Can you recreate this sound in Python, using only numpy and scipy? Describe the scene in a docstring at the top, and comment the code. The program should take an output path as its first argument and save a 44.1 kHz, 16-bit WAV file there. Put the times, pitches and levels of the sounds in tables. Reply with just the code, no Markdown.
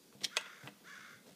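"""A dog pushes its head through a plastic pet door in a small hallway, over faint outdoor air.
The flap ticks, fur brushes the frame, the door panel thuds, and the catch snaps free (0.24 s).
A distant crow starts a rasping caw; the flap clacks on its frame (0.37 s) and rattles as the dog
bumps the panel again. The crow caws once more (0.84 s), and the last soft bumps and brushes follow."""
import sys
import numpy as np
from scipy import signal
from scipy.fft import rfft, irfft
from scipy.io import wavfile
from scipy.ndimage import uniform_filter1d

SR = 44100
rng = np.random.default_rng(int(sys.argv[2]) if len(sys.argv) > 2 else 0)


def master_out(mix):
    """Clip the mix to full scale and print it as 16-bit PCM to the path in sys.argv[1]."""
    frames = np.transpose(np.atleast_2d(mix))
    ceiling = np.clip(frames, -1, 1)
    pcm = np.round(ceiling * 32767).astype(np.int16)
    wavfile.write(sys.argv[1], SR, pcm)


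N = 59535


def amp(db):
    """Decibels to gain."""
    return 10 ** (np.asarray(db) / 20)


def unit_rms(x):
    """Normalises to an rms of one."""
    return x / np.sqrt(np.mean(x ** 2) + 1e-20)


def curve_at(points, hz):
    """Reads a curve on a log-frequency axis."""
    f, value = np.transpose(points)
    return np.interp(np.log(hz + 1), np.log(f + 1), value)


def add(mix, start_s, sound):
    """Drops a sound into the mix."""
    part = mix[max(round(start_s * SR), 0):][:len(sound)]
    part += sound[:len(part)]


def eq(x, curve, size=4096):
    """Minimum-phase EQ with unit power gain: the curve sets only the tone."""
    gain = unit_rms(amp(curve_at(curve, abs(np.fft.fftfreq(size, 1 / SR)))))
    response = np.exp(np.conj(signal.hilbert(np.log(gain))))
    taps = np.fft.ifft(response).real[:size // 2]
    return signal.fftconvolve(x, taps)[:len(x)]


def noise():
    """White noise as long as the scene."""
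    return rng.standard_normal(N)


def wander(hz):
    """Smooth random modulator, moving at up to about hz."""
    lowpass = np.exp(-(np.fft.rfftfreq(N, 1 / SR) / hz) ** 2)
    return unit_rms(irfft(rfft(noise()) * lowpass, N))


def reverb(x, t60s, predelay_s):
    """Diffuse reflections of unit energy, each band dying at its own speed."""
    hz, t, bands = signal.stft(noise()[:SR // 2], SR, nperseg=128)
    fade = amp(-60 * t / curve_at(t60s, hz)[:, None])
    tail = signal.istft(bands * fade, SR, nperseg=128)[1]
    out = np.zeros(N)
    add(out, predelay_s, signal.fftconvolve(x, tail / np.linalg.norm(tail)))
    return out


def decay(t, t60):
    """Envelope falling 60 dB in t60 seconds."""
    return np.exp(-np.log(1000) * t / t60)


def ring(modes, t):
    """Sum of decaying modes."""
    return sum(amp(db) * decay(t, t60) * np.cos(2 * np.pi * hz * t) for hz, db, t60 in modes)


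def plastic(hits, modes, crack_eq, snap_db, snap_t60, crack_db, crack_t60, rise_s):
    """Each hit layers a sharp snap, a short crack and ringing modes; soft contacts are duller."""
    out, t = np.zeros(N), np.arange(SR // 4) / SR
    body = ring(modes, t) * (1 - np.exp(-(t / rise_s) ** 2))
    envelope = np.hypot(amp(snap_db) * decay(t, snap_t60), amp(crack_db) * decay(t, crack_t60))
    for start_s, db, cutoff_hz, ring_db in hits:
        burst = eq(rng.choice([-1., 1.], len(t)) * envelope, crack_eq)
        lowpass = signal.butter(2, min(cutoff_hz, SR / 2 - 1), fs=SR)
        add(out, start_s, amp(db) * signal.lfilter(*lowpass, amp(ring_db) * body + burst))
    return out


# tone of the background bed: f/Hz, level/dB
AIR_EQ = [(25, -26), (60, 0.5), (110, -13.5), (180, 5.5), (300, -2.5), (500, -2.5), (900, -12.5),
          (2000, -15.5), (4000, -12.5), (8000, -16), (15000, -18.5)]

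def air(level_db=-64, drift_db=1.46):
    """Low outdoor murmur of air and a thin hiss, drifting in patches."""
    bands = signal.stft(noise(), nperseg=1024)[2]
    patches = uniform_filter1d(rng.standard_normal(bands.shape), size=8, axis=0)  # across frequency
    patches = unit_rms(uniform_filter1d(patches, size=6, axis=1))  # across time
    bed = signal.istft(bands * amp(drift_db * patches), nperseg=1024)[1][:N]
    return amp(level_db) * eq(bed, AIR_EQ)


# flap hits: t/s, level/dB, low-pass f/Hz, ring level/dB
FLAP_HITS = [(0.1265, -33.5, 5000, -14), (0.3636, -21.5, 16000, -13), (0.3688, -1.5, 13800, 1),
             (0.4112, -21.5, 14000, -9), (0.4595, -18.5, 2330, -1), (0.6743, -18, 2800, -2),
             (0.8035, -34, 2500, -4)]
# ringing modes of the flap: f/Hz, level/dB, t60/s
FLAP_RING = [(477, -34, 0.056), (604, -31, 0.046), (885, -44, 0.13), (1030, -30.5, 0.042),
             (1386, -42, 0.087), (1596, -39.5, 0.071), (1967, -26.5, 0.032), (2530, -30, 0.054),
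             (2658, -34.5, 0.088), (2855, -43, 0.12), (3170, -46, 0.04), (3440, -1, 0.0056),
             (3674, -11, 0.0069), (6445, -19.5, 0.013)]
# its crack, the dense, quickly damped modes: f/Hz, level/dB
FLAP_EQ = [(80, -43), (200, -24.5), (370, -29), (520, -9), (750, -2), (1100, 3.5), (2200, -1.5),
           (2900, 3.5), (3500, -4.5), (5200, -5.5), (6500, -6), (8200, -3.5), (11000, -17), (15000, -19)]

def flap():
    """The plastic flap strikes its frame: one hard clack among lighter rattles."""
    return plastic(FLAP_HITS, FLAP_RING, FLAP_EQ, snap_db=-18.5, snap_t60=0.0068,
                   crack_db=-34.5, crack_t60=0.069, rise_s=0.0016)


# brush strokes: t/s, length/s, rub level/dB, hiss level/dB
FUR_STROKES = [(0.128, 0.038, -70, -75), (0.2, 0.091, -56, -63), (0.624, 0.033, -60.5, -74),
               (0.644, 0.056, -55, -68.5), (1.255, 0.054, -59.5, -67.5), (1.299, 0.043, -79, -67.5)]
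# tone of the low rub: f/Hz, level/dB
RUB_EQ = [(60, -25), (160, 1), (500, -1.5), (900, -6), (1800, -12), (4000, -24)]
# tone of the light hiss: f/Hz, level/dB
HISS_EQ = [(500, -10), (1500, 5), (3500, 7), (6000, 0), (9500, 2.5), (12000, -16), (15000, -28)]

def fur(grain_db=2.5):
    """Fur and paws brush the frame in grainy strokes, a hiss layered over a rub."""
    out = np.zeros(N)
    for start_s, length, rub_db, hiss_db in FUR_STROKES:
        grains = unit_rms(noise() * amp(grain_db * wander(270)))
        stroke = amp(rub_db) * eq(grains, RUB_EQ) + amp(hiss_db) * eq(grains, HISS_EQ)
        swell = signal.windows.tukey(int(length * SR), .5)
        add(out, start_s, stroke[:len(swell)] * swell)
    return out


# soft bumps on the door panel: t/s, level/dB, contact time/s
PANEL_BUMPS = [(0.151, -6, 0.0023), (0.222, -12, .001), (0.242, -12.5, 0.00052), (0.635, -1, 0.0036),
               (0.642, 4.5, 0.0062), (0.676, -4.5, .0014), (0.991, -10, 0.0046), (1.139, -5, 0.0083),
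               (1.158, -4.5, 0.006), (1.263, -19.5, 0.0011), (1.312, -12.5, 0.0013)]
# ringing modes of the panel: f/Hz, level/dB, t60/s
PANEL_RING = [(139.8, -50, 0.154), (183.3, -55.5, 0.22), (200.2, -51, 0.3), (295, -50.5, 0.19),
              (352, -73.5, 0.16), (473, -45, 0.052), (628, -53, 0.21), (711, -52.5, 0.21)]

def panel():
    """Soft pushes make the door thud; longer contact sounds duller."""
    out, t = np.zeros(N), np.arange(SR // 3) / SR
    body = ring(PANEL_RING, t)
    for start_s, db, contact_s in PANEL_BUMPS:
        push = t * np.exp(-2 * np.pi * t / contact_s)
        add(out, start_s, amp(db) * signal.fftconvolve(body, push / push.sum()))
    return out


# catch clicks: t/s, level/dB, low-pass f/Hz, ring level/dB
CATCH_HITS = [(0.2085, -22, 4000, -23), (0.2165, -23, 5000, -14), (0.2326, -16.5, 8700, -11),
              (0.2358, -9.5, 12100, -4), (0.2398, -19, 5960, 8), (0.2433, 0.5, 15700, -1),
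              (0.2476, -2.5, 16300, 3)]
# ringing modes of the catch: f/Hz, level/dB, t60/s
CATCH_RING = [(2230, -36.5, 0.015), (2996, -36.5, 0.023), (3146, -38.5, 0.034), (3930, -30.5, 0.012),
              (4290, -38.5, 0.028), (5210, -38.5, 0.016), (5570, -29, 0.013), (6740, -37, 0.022),
              (8250, -44, .025), (4260, -31, 0.0049), (5520, -24.5, .006)]
# its crack, the dense, quickly damped modes: f/Hz, level/dB
CATCH_EQ = [(200, -38), (600, -13), (1200, -25.5), (2000, -3), (2700, -8), (3400, 5), (4700, -4), (5600, 0),
            (6500, -13.5), (8400, -7.5), (11000, -16), (15000, -23)]

def catch():
    """The catch slips free in a tight run of clicks that builds to a bright snap."""
    return plastic(CATCH_HITS, CATCH_RING, CATCH_EQ, snap_db=-27.5, snap_t60=0.0039,
                   crack_db=-30.5, crack_t60=0.035, rise_s=0.00028)


# caws: t/s, length/s, level/dB, top pitch f/Hz, opening roughness/0-1
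CROW_CAWS = [(0.29, .375, -57, 545.3, 0.42), (0.835, .32, -56, 580, 0.14)]
# pitch envelope of a caw: share of its length, share of top pitch
CAW_PITCH = [(0, 0.58), (.06, 0.74), (.14, 0.91), (.2, 1), (.31, 1), (.38, 0.82), (.5, .86), (.66, 0.62),
             (.8, 0.8), (1, 0.87)]
# formants of the crow's throat: f/Hz, level/dB
THROAT_EQ = [(400, -39), (900, -21), (1150, -5.5), (1420, 3), (1680, 0), (1920, -7), (2140, -1.5),
             (2450, -16.5), (2900, -13), (3150, -16), (3520, -9), (4000, -21), (4700, -14.5), (5400, -19),
             (6050, -14), (7500, -25), (12000, -36)]
# reverb decay of the yard: f/Hz, t60/s
YARD_DECAY = [(500, 0.35), (1500, 0.34), (6000, 0.35)]

def crow(attack_s=0.046, release_s=0.0095, sag_db=-7, rasp_hz=65.36, rasp_depth=0.67, yard_db=-0.5):
    """Arching pulses, ever more ragged and beating with a rasp, pass the throat and cross the yard."""
    out, t = np.zeros(N), np.arange(N) / SR
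    for start_s, length, db, top_hz, rough_start in CROW_CAWS:
        progress = np.minimum(t / length, 1)
        jitter = np.interp(progress, [0, 1], [0.01267, 0.0684]) * wander(142)
        hz = top_hz * np.interp(progress, *np.transpose(CAW_PITCH)) * (1 + jitter)
        cycles = np.cumsum(hz) / SR
        pulses = unit_rms(sum(np.cos(2 * np.pi * k * cycles) for k in range(1, 20)))
        rasp_cycles = np.cumsum(rasp_hz * (1 + .3 * wander(59))) / SR
        rasp = 1 + rasp_depth * np.sqrt(progress) * np.sin(2 * np.pi * rasp_cycles)
        rough = np.interp(progress, [0, 1], [rough_start, 0.93])  # noise's share of the power
        voice = np.sqrt(1 - rough) * pulses + np.sqrt(rough) * noise()
        fades = np.clip(t / attack_s, 0, 1) * np.clip((length - t) / release_s, 0, 1)
        add(out, start_s, amp(db + sag_db * progress) * fades * rasp * voice)
    caws = eq(out, THROAT_EQ)
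    return caws + amp(yard_db) * reverb(caws, YARD_DECAY, predelay_s=.012)


# reverb decay of the hallway: f/Hz, t60/s
HALL_DECAY = [(150, 0.38), (600, .24), (1500, 0.9), (2700, 0.52), (5000, 0.2), (12000, 0.17)]

def scene(near_db=-9, near_t60=0.015, hall_db=-17.5):
    """Mono mix: the plastic slaps off near walls, the whole door feeds the hall; crow and air behind."""
    clacks = catch() + flap()
    door = clacks + panel() + fur()
    near_walls = amp(near_db) * reverb(clacks, [(1000, near_t60)], predelay_s=0.0038)
    hallway = amp(hall_db) * reverb(door, HALL_DECAY, predelay_s=.008)
    return (door + near_walls + hallway + crow() + air())[None]


def record(dry, low_cut_hz=101, high_cut_hz=15300):
    """The microphone's bass roll-off, then a steep high cut."""
    low_cut = signal.butter(3, low_cut_hz, "high", fs=SR, output="sos")
    high_cut = signal.firwin(511, high_cut_hz, window=("kaiser", 9), fs=SR)
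    return signal.oaconvolve(signal.sosfilt(low_cut, dry), high_cut[None], "same")


dry = scene()
out = record(dry)
master_out(out)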